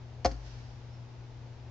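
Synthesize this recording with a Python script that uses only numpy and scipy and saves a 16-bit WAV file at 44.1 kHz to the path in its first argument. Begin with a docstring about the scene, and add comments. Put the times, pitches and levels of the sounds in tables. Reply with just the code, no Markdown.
"""A small hard container clacks down near a desk microphone, over a bedroom's faint hum and hiss.
Each contact cracks and rings the rim with a tick; the hollow body knocks twice and settles.
The desk takes the blow, booms and keeps wobbling, while the room briefly echoes the tap.
A soft rustle, like a sleeve, passes and a faint high chirp follows."""
import sys
import numpy as np
from scipy import signal
from scipy.fft import rfft, irfft
from scipy.io import wavfile
from scipy.ndimage import uniform_filter1d

SR = 44100
rng = np.random.default_rng(int(sys.argv[2]) if len(sys.argv) > 2 else 0)


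def bounce(signal):
    """Save signal as a 16-bit WAV file at the path given by the first command-line argument."""
    frames = np.transpose(np.atleast_2d(signal))
    limited = np.clip(frames, -1, 1)
    pcm = np.round(limited * 32767).astype(np.int16)
    wavfile.write(sys.argv[1], SR, pcm)


N = 74970

# each touch on the desk (time [s], tick gain [dB], knock gain [dB], push length [s])
CONTACTS = [(0.2466, -4, -30, .0001), (0.2485, -3, -5.4, .0001), (0.2514, -2, 3, .0001),
            (0.2572, 0, -11, .0001), (0.2608, -4, -6.5, .0001), (0.2679, -12, -12.5, .0001),
            (0.3145, -19, -30, .0016), (0.3185, -23, -11, .0016)]
# ringing tones of the hollow body and hard rim (pitch [Hz], relative level [dB], time to fade 60 dB [s])
BODY_TONES = [(272, -11.5, .12), (299, -22, .16), (412, -19, .1), (534, -4, .1), (599, -2.1, .045),
              (698, -1.5, .07), (785, -11.5, .1), (1000, -19, .075), (1090, -21, .08), (1328, -24, .07),
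              (1430, -19, .07), (1907, -20, .046)]
RIM_TONES = [(2745, -8, .03), (3226, -8, .03), (4160, -4, .025), (4470, -1, .032), (4880, -1, .035),
             (5150, -2, .04), (5700, -4, .018), (6400, -5, .025)]
# tone colour of each noise (frequency [Hz], relative level [dB])
CRACK_COLOUR = [(300, -5.5), (1000, -13.5), (1800, -3.5), (3200, -9.5), (4200, -0.5), (5000, -0.5),
                (6200, 0), (8000, -5.5)]
SLEEVE_COLOUR = [(200, -3), (800, -11.5), (1500, -2.5), (2400, -5.5), (3600, -6.5), (5500, -2.5),
                 (8000, -8.5)]
ECHO_COLOUR = [(200, -5.5), (600, -17), (1200, -5.5), (3000, -3.5), (5000, -10.5), (8000, -1.5)]
RUMBLE_COLOUR = [(20, -4.5), (40, -2), (60, 4.5), (85, 5.5), (130, -2), (180, -10), (280, -17),
                 (450, -77.5)]
HISS_COLOUR = [(160, -38), (280, -8), (339, -2), (390, -5.5), (704, -8.5), (764, -9), (830, -7),
               (1170, -15.5), (5030, -23), (7500, -21.5), (9750, -81), (16500, -120)]
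# path of the chirp (time [s], pitch [Hz], level [dB])
CHIRP_PATH = [(.89, 4950, -82), (.905, 5020, -71), (.92, 5250, -77), (.94, 5350, -65), (.96, 5330, -73),
              (1.03, 5050, -80)]
# tones of the mains hum (pitch [Hz], level [dB])
HUM_TONES = [(120, -47), (240, -65)]
# how alike the hiss is at both ears (frequency [Hz], likeness [0 to 1])
HISS_LIKENESS = [(200, 0), (500, 0.9), (1000, 0.4), (2000, 0.4), (4000, .07), (8000, 0.25)]

TIME = np.arange(N) / SR  # seconds
FREQUENCIES = np.arange(N // 2 + 1) * SR / N  # Hz
TOP_HZ = 7900  # where the microphone's treble stops
LOW_PAN_DB = 4  # desk, hum and rumble lean left


def container(body_db=-17.5, crack_db=-23, rim_db=-33):
    """Each contact is a gritty crack that rings the rim and a push that rings the hollow body."""
    body = ring(BODY_TONES, build_s=.0006)
    knocks, cracks = 0, 0
    for start_s, tick_db, knock_db, push_s in CONTACTS:
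        crack = noise(CRACK_COLOUR) * fade(.0095)
        cracks += gain(crack_db + tick_db) * delay(crack, start_s)
        # a longer push smooths away the high tones
        knock = uniform_filter1d(delay(body, start_s), max(1, int(push_s * SR)))
        knocks += gain(body_db + knock_db) * knock
    ticks = cracks + gain(rim_db) * convolve(cracks, ring(RIM_TONES, build_s=.000067))
    stereo_ticks = np.array([ticks, delay(ticks, .00002)])  # the right ear hears them just later
    return pan(db=3) * knocks + pan(db=1.5) * stereo_ticks


def desk(start_s=.2515, start_hz=108, end_hz=54, sink_s=.014, rise_s=.0093):
    """The desk takes the blow: a thump that sinks in pitch into a long low wobble."""
    pitch = end_hz + (start_hz - end_hz) * np.exp(-TIME / sink_s)
    rise = 1 - np.exp(-(TIME / rise_s) ** 2)
    thump, wobble = fade(.1), gain(-12) * fade(1.28)
    boom = -rise * (thump + wobble) * tone(pitch)
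    return pan(LOW_PAN_DB) * gain(-21) * delay(boom, start_s)


def sleeve(peak_s=.469, rise_s=.066, fall_s=.26):
    """Brushing cloth swells and dies away as the arm lifts."""
    from_peak = TIME - peak_s
    swell = np.exp(np.minimum(from_peak, 0) / rise_s - np.maximum(from_peak, 0) / fall_s)
    return gain(-55.5) * swell * stereo_noise(SLEEVE_COLOUR)


def chirp(waver_hz=70):
    """A thin, unsteady whistle rises and falls in pitch."""
    times, hz, db = np.array(CHIRP_PATH).T
    waver = waver_hz * noise([(100, 6), (300, -18), (1000, -51)])
    pitch = np.interp(TIME, times, hz) + waver
    level_db = np.interp(TIME, times, db, left=-140, right=-140)
    return np.sqrt(2) * gain(level_db) * tone(pitch)


def bedroom(sound):
    """Adds quick echoes from nearby surfaces and a short soft tail, different at each ear."""
    def echo(db, fade_s):
        burst = noise(ECHO_COLOUR) * fade(fade_s) * (1 - fade(.0072))
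        strength = np.sqrt(np.sum(burst ** 2) * SR / (2 * TOP_HZ))
        return gain(db) * burst / strength
    echoes = [convolve(side, echo(db=-2.5, fade_s=.057) + echo(db=-10.5, fade_s=.41)) for side in sound]
    return sound + np.array(echoes)


def mains_hum(waver_db=.7):
    """Mains power hums in two low tones that waver slightly in level."""
    hum = 0
    for hz, db in HUM_TONES:
        waver = waver_db * noise([(5, 6.5), (15, -14.5), (60, -89)])
        wave = np.sqrt(2) * np.sin(2 * np.pi * (hz * TIME + rng.random()))
        hum += gain(db + waver) * wave
    return pan(LOW_PAN_DB) * hum


def room_noise(rumble_db=-52.5, hiss_db=-57):
    """The room rumbles and hisses; part of the hiss reaches both ears, part differs at each."""
    alike = np.clip(by_frequency(HISS_LIKENESS), 0, 1)
    shared = gain(hiss_db) * shape(noise(HISS_COLOUR), np.sqrt(alike))
    apart = gain(hiss_db) * shape(stereo_noise(HISS_COLOUR), np.sqrt(1 - alike))
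    rumble = gain(rumble_db) * noise(RUMBLE_COLOUR)
    return pan(LOW_PAN_DB) * (rumble + shared) + apart


def gain(db):
    """Turns decibels into a multiplier."""
    return 10 ** (np.asarray(db) / 20)


def pan(db):
    """Left and right multipliers that make the left louder by db."""
    return gain(np.array([[db], [-db]]) / 2)


def by_frequency(points):
    """Joins (frequency [Hz], value) points into a curve."""
    hz, value = np.array(points, float).T
    return np.interp(np.log(FREQUENCIES + 1), np.log(hz), value)


def shape(sound, curve):
    """Turns each frequency up or down along a curve."""
    return irfft(rfft(sound) * curve, N)


def noise(colour):
    """Noise of strength 1, coloured by (frequency [Hz], relative level [dB]) points."""
    in_range = FREQUENCIES < TOP_HZ * 9 / 8
    coloured = shape(rng.standard_normal(N), gain(by_frequency(colour)) * in_range)
    return coloured / coloured.std()


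def stereo_noise(colour):
    """A separate noise for each ear."""
    return np.array([noise(colour), noise(colour)])


def tone(hz):
    """A pure tone that follows a changing pitch."""
    return np.sin(2 * np.pi * np.cumsum(hz) / SR)


def fade(seconds):
    """Starts at 1 and drops 60 dB in the given time."""
    return np.exp(-np.log(1000) * TIME / seconds)


def ring(tones, build_s):
    """A struck object's tones build up during the contact, then die away."""
    ringing = sum(gain(db) * fade(fade_s) * np.cos(2 * np.pi * hz * TIME) for hz, db, fade_s in tones)
    return (1 - np.exp(-TIME / build_s)) * ringing


def delay(sound, seconds):
    """The same sound, later."""
    return np.interp(TIME - seconds, TIME, sound, left=0)


def convolve(sound, response):
    """Lets every instant of a sound set off a ring or an echo."""
    return signal.fftconvolve(sound, response)[:N]


def scene():
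    """The tap in its room, with the quiet sounds around it."""
    return bedroom(container()) + desk() + sleeve() + chirp() + mains_hum() + room_noise()


def record(dry):
    """The microphone softens the treble, then cuts it off."""
    soften = signal.butter(6, 5950, fs=SR, output="sos")
    cut_off = signal.ellip(10, .2, 80, TOP_HZ, fs=SR, output="sos")
    return signal.sosfilt(cut_off, signal.sosfilt(soften, dry))


dry = scene()
out = record(dry)
bounce(out)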